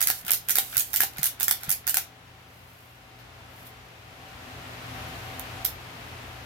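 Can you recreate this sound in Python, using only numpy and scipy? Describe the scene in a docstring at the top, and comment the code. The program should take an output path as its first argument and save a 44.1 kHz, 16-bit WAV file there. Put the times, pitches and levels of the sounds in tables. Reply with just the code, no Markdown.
"""In a small bedroom, a toy lever-action rifle is cycled fast. Each stroke is a run of impacts that
crack, ring the steel parts and knock the receiver, with friction between them. Ejected shells thump
on the bedding. Later the hands shift and the action clicks a few times. A fan rushes and hums behind
it all, swelling as the camera's gain control recovers from the clacks."""
import sys
import numpy as np
from scipy import signal
from scipy.fft import rfft, irfft, next_fast_len
from scipy.io import wavfile
from scipy.ndimage import uniform_filter1d, minimum_filter1d, map_coordinates

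SR = 44100
rng = np.random.default_rng(int(sys.argv[2]) if len(sys.argv) > 2 else 0)


def inscribe(sig):
    """Save sig as 16-bit PCM at rate SR to the path in sys.argv[1].

    A 1-D sig is mono; a 2-D sig holds one channel per row.
    Samples are clipped to [-1, 1] before scaling.
    """
    pcm = np.round(np.clip(np.atleast_2d(sig).T, -1, 1) * 32767)
    wavfile.write(sys.argv[1], SR, pcm.astype(np.int16))


N = 284445


def amp(db):
    """Decibels to gain."""
    return 10 ** (np.asarray(db) / 20)


def unit(x):
    """Scaled to rms 1."""
    return x / np.sqrt(np.mean(x ** 2) + 1e-20)


def along(points, hz):
    """Interpolation on a log frequency axis."""
    freqs, values = np.transpose(points)
    return np.interp(np.log(hz + 1), np.log(freqs + 1), values)


def wobble(rate):
    """A smooth random curve, rate knots a second."""
    return map_coordinates(rng.standard_normal(int(N * rate / SR) + 4), [np.arange(N) * rate / SR])


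def filtered(x, response):
    """Linear filtering: the spectrum times a frequency response."""
    n = x.shape[-1]
    size = next_fast_len(2 * n)
    return irfft(rfft(x, size) * response(np.fft.rfftfreq(size, 1 / SR)), size)[..., :n]


def add(track, s, sound):
    """Superposition: a sound joins the track at s seconds."""
    start = max(0, round(s * SR))
    part = sound[..., :max(0, N - start)]
    track[..., start:start + part.shape[-1]] += part


def sides(pan_db):
    """Left and right gains for a level difference."""
    return unit(amp(np.array([[pan_db], [-pan_db]]) / 2))


# Each row: frequency in Hz, relative spectral density in dB.
AIR_SPECTRUM = [(15, -51.5), (25, -22.5), (48, -11), (114, -12.5), (190, -14), (249, -12), (384, -13.5),
                (427, -16), (531, -12), (754, -11), (911, -11.5), (2690, -14.5), (8830, -32),
                (14000, -29.5), (16000, -40.5)]
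# Each row: frequency in Hz, correlation between the two microphones.
AIR_CORRELATION = [(60, 0.94), (150, 0.99), (380, 0.65), (950, 0.073), (2380, -0.1), (5980, 0.11),
                   (15000, -0.11)]
# Each row: frequency in Hz, level in dB, unsteadiness from 0 to 1.
FAN_TONES = [(60.7, -53, 0.7), (85.7, -51.5, 0.95), (96.6, -54.5, 1), (120.3, -47, 0.17),
             (167.8, -56.5, 0.49), (255.8, -56.5, 0.53), (427.4, -60, 0.45), (682, -59, 0.55),
             (764, -54, 0.55)]
# Each row: time in seconds, gain in dB. The fan comes up a little as the rifle is lifted away.
FAN_SWELL = [(0, -1.5), (2.95, -2), (3.3, 0.95), (6.45, -0.25)]

def fan():
    """Turbulence gives noise, coherent in the bass and diffuse above; motor and blades give tones."""
    def mid_and_side(hz):
        angle = np.arccos(np.clip(along(AIR_CORRELATION, hz), -1, 1)) / 2
        return amp(along(AIR_SPECTRUM, hz)) * [np.cos(angle), np.sin(angle)]

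    mid, side = filtered(rng.standard_normal((2, N)), mid_and_side)
    air = amp(-39.5 + 0.79 * wobble(3.62)) * unit(np.array([mid + side, mid - side]))
    tones, t = np.zeros(N), np.arange(N) / SR
    for hz, db, shake in FAN_TONES:
        waver = 1 - shake + shake * (wobble(14) + 1j * wobble(14))
        tones += amp(db) * unit(np.real(waver * np.exp(2j * np.pi * hz * t)))
    return (air + tones) * sides(2.27) * amp(np.interp(t, *np.transpose(FAN_SWELL)))


# Each row: frequency in Hz, reverberation time T60 in seconds.
ROOM_DECAY = [(200, 0.4), (1300, 0.18), (3500, 0.27), (9000, 0.18), (15000, 0.17)]

def in_room(near, far, build_s=.0045, wall_s=0.011, wall_db=3.5):
    """Reverberation: direct sound is followed by a cluster of wall echoes and a diffuse tail."""
    hz, t, spectra = signal.stft(rng.standard_normal((2, SR // 3)), SR, nperseg=256)
    tail = signal.istft(spectra * amp(-60 * t / along(ROOM_DECAY, hz)[:, None]), SR, nperseg=256)[1]
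    t = np.arange(tail.shape[1]) / SR
    tail *= 1 - np.exp(-(t / build_s) ** 2)
    tail *= amp(wall_db * np.exp(-((t - wall_s) / 0.0055) ** 2))
    heard = signal.fftconvolve(far, tail / np.linalg.norm(tail[0]), axes=1)
    heard[:, :near.shape[1]] += near
    return heard


def burst(t, attack, t60):
    """Impulsive excitation: decaying noise of energy 1, different at each microphone."""
    noise = rng.standard_normal((2, len(t))) * (1 - np.exp(-(t / attack) ** 2)) * amp(-60 * t / t60)
    return noise / np.linalg.norm(noise, axis=1, keepdims=True)


# Each row: frequency in Hz, relative level in dB, T60 in seconds.
STEEL_MODES = [(9750, -1, 0.025), (10830, -8.5, 0.033), (11400, -3, 0.033), (11840, -5, 0.053),
               (12700, -16, 0.031), (13100, -2, 0.043), (12940, -2.5, .04), (12900, -8.5, 0.035),
               (14600, -2.5, .04), (15100, -4, .03)]

def steel_ring(t):
    """Free vibration: small parts ring at random strengths, slightly off pitch as the linkage moves."""
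    ring = np.zeros((2, len(t)))
    detunes = 1 + .003 * rng.standard_normal(len(STEEL_MODES))
    for (hz, db, t60), detune in zip(STEEL_MODES, detunes):
        envelope = amp(db + rng.normal(0, 2.5, (2, 1)) - 60 * t / t60)
        ring += envelope * np.sin(2 * np.pi * (hz * detune * t + rng.random((2, 1))))
    return ring


# Each row: centre frequency in Hz, bandwidth in Hz, gain in dB.
RECEIVER_MODES = [(747, 110, -3), (1396, 120, 3), (1530, 130, 2), (1705, 72, 1.5), (1822, 65, -0.5),
                  (2065, 137, -1), (2386, 170, -1), (3500, 1600, -7.5)]

def receiver(hz):
    """Resonance: the receiver responds as a sum of damped modes of alternating sign."""
    return sum((-1) ** k * amp(db) * 1j * hz * width / (centre ** 2 - hz ** 2 + 1j * hz * width)
               for k, (centre, width, db) in enumerate(RECEIVER_MODES))


# Each row: frequency in Hz, relative spectral density in dB.
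METAL_SPECTRUM = [(1180, -22.5), (2000, -12), (3260, -12.5), (5440, -8), (6250, -7.5), (8850, -7.5),
                  (9330, -6), (10200, -7.5), (11300, 0.5), (12400, -2), (13600, 0), (15200, -3.5),
                  (16000, -11)]

def contact(metal_db, knock_db, pan_db, room_db):
    """A brief impact excites a wide band: a crack, ringing steel and a knock in the receiver."""
    t = np.arange(SR // 10) / SR
    crack = filtered(burst(t, attack=.0008, t60=.011), lambda hz: amp(along(METAL_SPECTRUM, hz)))
    metal = amp(metal_db - 15) * (unit(crack) + amp(-10) * unit(steel_ring(t)))
    mid, side = filtered(burst(t, attack=0.00048, t60=0.0052), receiver)
    knock = amp(knock_db - 12.5) * unit(mid + amp(-4) * np.array([side, -side]))
    near = metal * sides(pan_db + 2) + knock
    far = amp(room_db - 1) * (metal * sides(-0.42) + knock)
    return in_room(near, far)


# Each row: frequency in Hz, left-right difference in dB.
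DIRECTION_COLOUR = [(700, 1), (1300, -1.5), (2400, 5), (4400, 4.5), (8100, -1), (12500, -3)]

def contacts(table, level_db, bright_db):
    """Acoustic shadowing colours the impacts differently on each side; lighter parts sound brighter."""
    track = np.zeros((2, N))
    for s, *strike in table:
        add(track, s, amp(level_db) * contact(*strike))
    shelf = [(9500, -bright_db / 2), (12000, bright_db / 2)]
    split = np.array([[0.5], [-0.5]])
    return filtered(track, lambda hz: amp(along(shelf, hz) + split * along(DIRECTION_COLOUR, hz)))


def blow(s, db, kind):
    """Linear scaling: a blow's strength raises metal and knock alike."""
    metal_db, knock_db, pan_db, room_db = kind
    return s, metal_db + db, knock_db + db, pan_db, room_db


# Each kind of hit lists metal level, knock level, left-right difference and room gain, all in dB.
CATCH_HIT = (-23, -40.5, -7, -1)
LIFT_HIT = (-19, -35, -11, 2)
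FEED_HIT = (-17, -43, -10, 1.5)
# Each row: start in seconds, strength in dB, feed delay in seconds, feed strength in dB.
CARRIER_LIFTS = [(.0144, 1.5, 0.012, 0), (.494, 1.5, 0.012, 0.5), (.9398, -1.5, .0204, 1.5),
                 (1.4073, -2, .0224, 1), (1.8763, 0, .018, -1)]

def carrier(lead_s=.008):
    """Successive impacts begin the closing stroke: the carrier catches, lifts and feeds a shell."""
    run = []
    for s, db, feed_s, feed_db in CARRIER_LIFTS:
        run += [blow(s - lead_s, db, CATCH_HIT), blow(s, db, LIFT_HIT),
                blow(s + feed_s, feed_db, FEED_HIT)]
    return run


def scrapes(release_s=0.0077):
    """Stick-slip friction grows in the receiver until each part breaks free."""
    t = np.arange(N) / SR
    # Each row: steps, rise time in seconds, level in dB.
    steps = [(CARRIER_LIFTS, .013, -28.5), (LEVER_UNLATCHES, .018, -33), (REAR_STOPS, .03, -29)]
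    force = sum(amp(db + scrape_db) * np.exp(-np.maximum((s - t) / rise_s, (t - s) / release_s))
                for table, rise_s, scrape_db in steps for s, db, *_ in table)
    grit = rng.standard_normal((2, N)) * amp(6.2 * wobble(210))
    return force * unit(filtered(grit, receiver))


def knocks(table, modes):
    """Modal vibration: a heavy blow rings one part as a sum of damped sines."""
    track, t = np.zeros((2, N)), np.arange(SR // 10) / SR
    for s, level_db in table:
        thud = sides(1) * sum(amp(level_db + db + 3 + rng.normal(0, 2.5) - 60 * t / t60)
                              * np.sin(2 * np.pi * hz * t) for hz, db, t60 in modes)
        add(track, s, in_room(thud, amp(-6) * thud))
    return track


# Each row: frequency in Hz, relative level in dB, T60 in seconds.
BOLT_MODES = [(1550, -4, 0.046), (1667, 3, .04), (1810, -2, 0.054)]

def bolt_ring(lift_db=-30.5):
    """Impact excitation: lifting and locking set the bolt's modes ringing."""
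    lifts = [(s, db + lift_db) for s, db, *_ in CARRIER_LIFTS]
    locks = [(s, ring_db) for s, _, ring_db, _ in BOLT_LOCKS]
    return knocks(lifts + locks, BOLT_MODES)


# Each hit: metal, knock, left-right difference and room, in dB.
LOCK_HIT = (-13, -32, -5.5, -1)
BOUNCE_HIT = (-21, -32.5, -5, 2)
# Each row: start in seconds, then strengths of lock, bolt ring and bounce in dB.
BOLT_LOCKS = [(0.0714, -0.5, -32, -0.5), (0.5552, -2, -34, 0), (1.0048, 0.5, -19.5, 1.5),
              (1.4811, -0.5, -23, -22), (1.9431, -3, -22.5, -9)]

def locking(bounce_s=.0138):
    """Elastic rebound: the bolt locks, bounces and strikes again."""
    run = []
    for s, db, _, bounce_db in BOLT_LOCKS:
        run += [blow(s, db, LOCK_HIT), blow(s + bounce_s, bounce_db, BOUNCE_HIT)]
    return run


# The hit: metal, knock, left-right difference and room, in dB.
SLAM_HIT = (-14, -28.5, -4, -1)
# Each row: start in seconds, strength in dB, stock level in dB.
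LEVER_SLAMS = [(.1005, -1, -24.5), (0.5843, 1.5, -21.5), (1.0343, -4.5, -25.5), (1.51, 1.5, -29),
               (1.9696, 1, -28)]

def slamming():
    """Sudden deceleration: the lever ends the closing stroke against the stock."""
    return [blow(s, db, SLAM_HIT) for s, db, _ in LEVER_SLAMS]


# Each row: frequency in Hz, relative level in dB, T60 in seconds.
STOCK_MODES = [(507, -11, 0.02), (782, -2.5, 0.046), (905, -7, 0.027), (1200, -9, 0.015)]

def stock_thuds():
    """Damped resonance: the stock answers each slam briefly."""
    return knocks([(s, stock_db) for s, _, stock_db in LEVER_SLAMS], STOCK_MODES)


# Each row: loudest moment in seconds, half length in seconds, level in dB.
RUB_STROKES = [(.14, 0.081, -29), (.69, 0.19, -31.5), (.91, .06, -37), (1.64, .04, -44),
               (2.73, 0.29, -50.5), (3.62, 0.1, -46), (5.25, 0.32, -58)]

def sliding():
    """Sliding friction: metal and hands rub along the action with a fine, uneven hiss."""
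    t = np.arange(N) / SR
    pressure = sum(amp(db) * np.exp(-((t - s) / half) ** 2) for s, half, db in RUB_STROKES)
    hiss = unit(filtered(rng.standard_normal((2, N)), lambda hz: amp(along(METAL_SPECTRUM, hz))))
    grain = amp(1.8 * wobble(150))
    return hiss * grain * pressure * sides(-4.5)


# Each row: start in seconds, relative level in dB, pitch in Hz.
SHELL_LANDINGS = [(0.243, -47, 185), (0.771, -41.5, 104), (1.191, -35, 146), (1.681, -36.5, 147)]

def shells(attack_s=0.00038, t60=0.096):
    """Heavy damping: each shell gives the mattress only a short, dull thump."""
    track, t = np.zeros(N), np.arange(SR // 4) / SR
    for s, db, hz in SHELL_LANDINGS:
        phase = 2 * np.pi * hz * t
        thump = np.sin(phase) + amp(-10.5) * np.sin(1.26 * phase) + amp(-15) * np.sin(.4 * phase)
        add(track, s, amp(db + 14 - 60 * t / t60) * (1 - np.exp(-t / attack_s)) * thump)
    return track


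# The hit: metal, knock, left-right difference and room, in dB.
TICK_HIT = (-32, -43.5, -3, 0.5)

def rattle(count=2, lead_s=.05, rise_db=12, scatter_db=3):
    """Mechanical play: loose parts tick at random, louder as the opening lever nears each step."""
    run = []
    for s, db, *_ in LEVER_UNLATCHES + REAR_STOPS:
        for early in (np.arange(count) + rng.random(count)) / count:
            tick_db = db - rise_db * early + rng.normal(0, scatter_db)
            run.append(blow(s - lead_s * early, tick_db, TICK_HIT))
    return run


# Each hit: metal, knock, left-right difference and room, in dB.
UNLATCH_HIT = (-27, -35, -7.5, 1)
STOP_HIT = (-15.5, -33, -6.5, -0.5)
REBOUND_HIT = (-16, -44, -8.5, -3)
SETTLE_HIT = (-17, -41.5, -11, 3.5)
# Each row: start in seconds, strength in dB.
LEVER_UNLATCHES = [(.2807, 2), (.7465, -6), (1.1831, -2.5), (1.6332, -4)]
# Each row: start in seconds, strength in dB, rebound strength in dB, settling delay in seconds.
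REAR_STOPS = [(.3064, 0.5, 2, .0275), (0.7682, 1, 0, 0.027), (1.2307, -0.5, -1, .0254),
              (1.6932, -4.5, 0, 0.021)]

def opening(rebound_s=.0103):
    """Collision and rebound: the lever unlatches; the bolt hits its rear stop, bounces and settles."""
    run = [blow(s, db, UNLATCH_HIT) for s, db in LEVER_UNLATCHES]
    for s, db, rebound_db, settle_s in REAR_STOPS:
        run += [blow(s, db, STOP_HIT), blow(s + rebound_s, rebound_db, REBOUND_HIT),
                blow(s + settle_s, 0, SETTLE_HIT)]
    return run


# Each row: start in seconds, then metal, knock, left-right difference and room in dB.
HANDLING_CLICKS = [(3.189, -51, -47.5, 0, 9), (3.66, -41.5, -54, -5, 11.5), (5.3951, -30.5, -56, -7, -4),
                   (5.6465, -24.5, -39, -12, 2), (5.6497, -14.5, -36, -4, 1)]

def handling():
    """Light impacts: the action clicks brightly as the hands shift."""
    return contacts(HANDLING_CLICKS, level_db=0.5, bright_db=2.5)


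def scene():
    """Superposition: the fan, the rifle and its shells add in the air."""
    cycling = carrier() + locking() + slamming() + rattle() + opening()
    clacks = contacts(cycling, level_db=9.5, bright_db=0.5)
    return fan() + clacks + scrapes() + bolt_ring() + stock_thuds() + sliding() + shells() + handling()


def gain_control(x, threshold_db, range_db, hold_s, release_db_per_s):
    """Compression: loud sound cuts the gain at once, within a range; it holds, then recovers."""
    level = np.sqrt(np.abs(uniform_filter1d(np.mean(x ** 2, axis=0), size=1764)))  # rms over 40 ms
    cut_db = np.minimum(20 * np.log10(np.maximum(level / amp(threshold_db), 1)), range_db)
    span = 2 * int(hold_s * SR / 2) + 1
    held_db = -minimum_filter1d(-cut_db, span, origin=span // 2, mode="nearest")
    release_db = release_db_per_s * np.arange(N) / SR
    return x / amp(np.maximum.accumulate(held_db + release_db) - release_db)


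def record(dry, ceiling=.75, top_hz=15900):
    """The camera applies gain control, soft saturation and a band limit."""
    steady = gain_control(dry, threshold_db=-24, range_db=10, hold_s=2.11, release_db_per_s=11)
    rounded = steady / (1 + (steady / ceiling) ** 4) ** .25
    return filtered(rounded, lambda hz: hz < top_hz)


dry = scene()
out = record(dry)
inscribe(out)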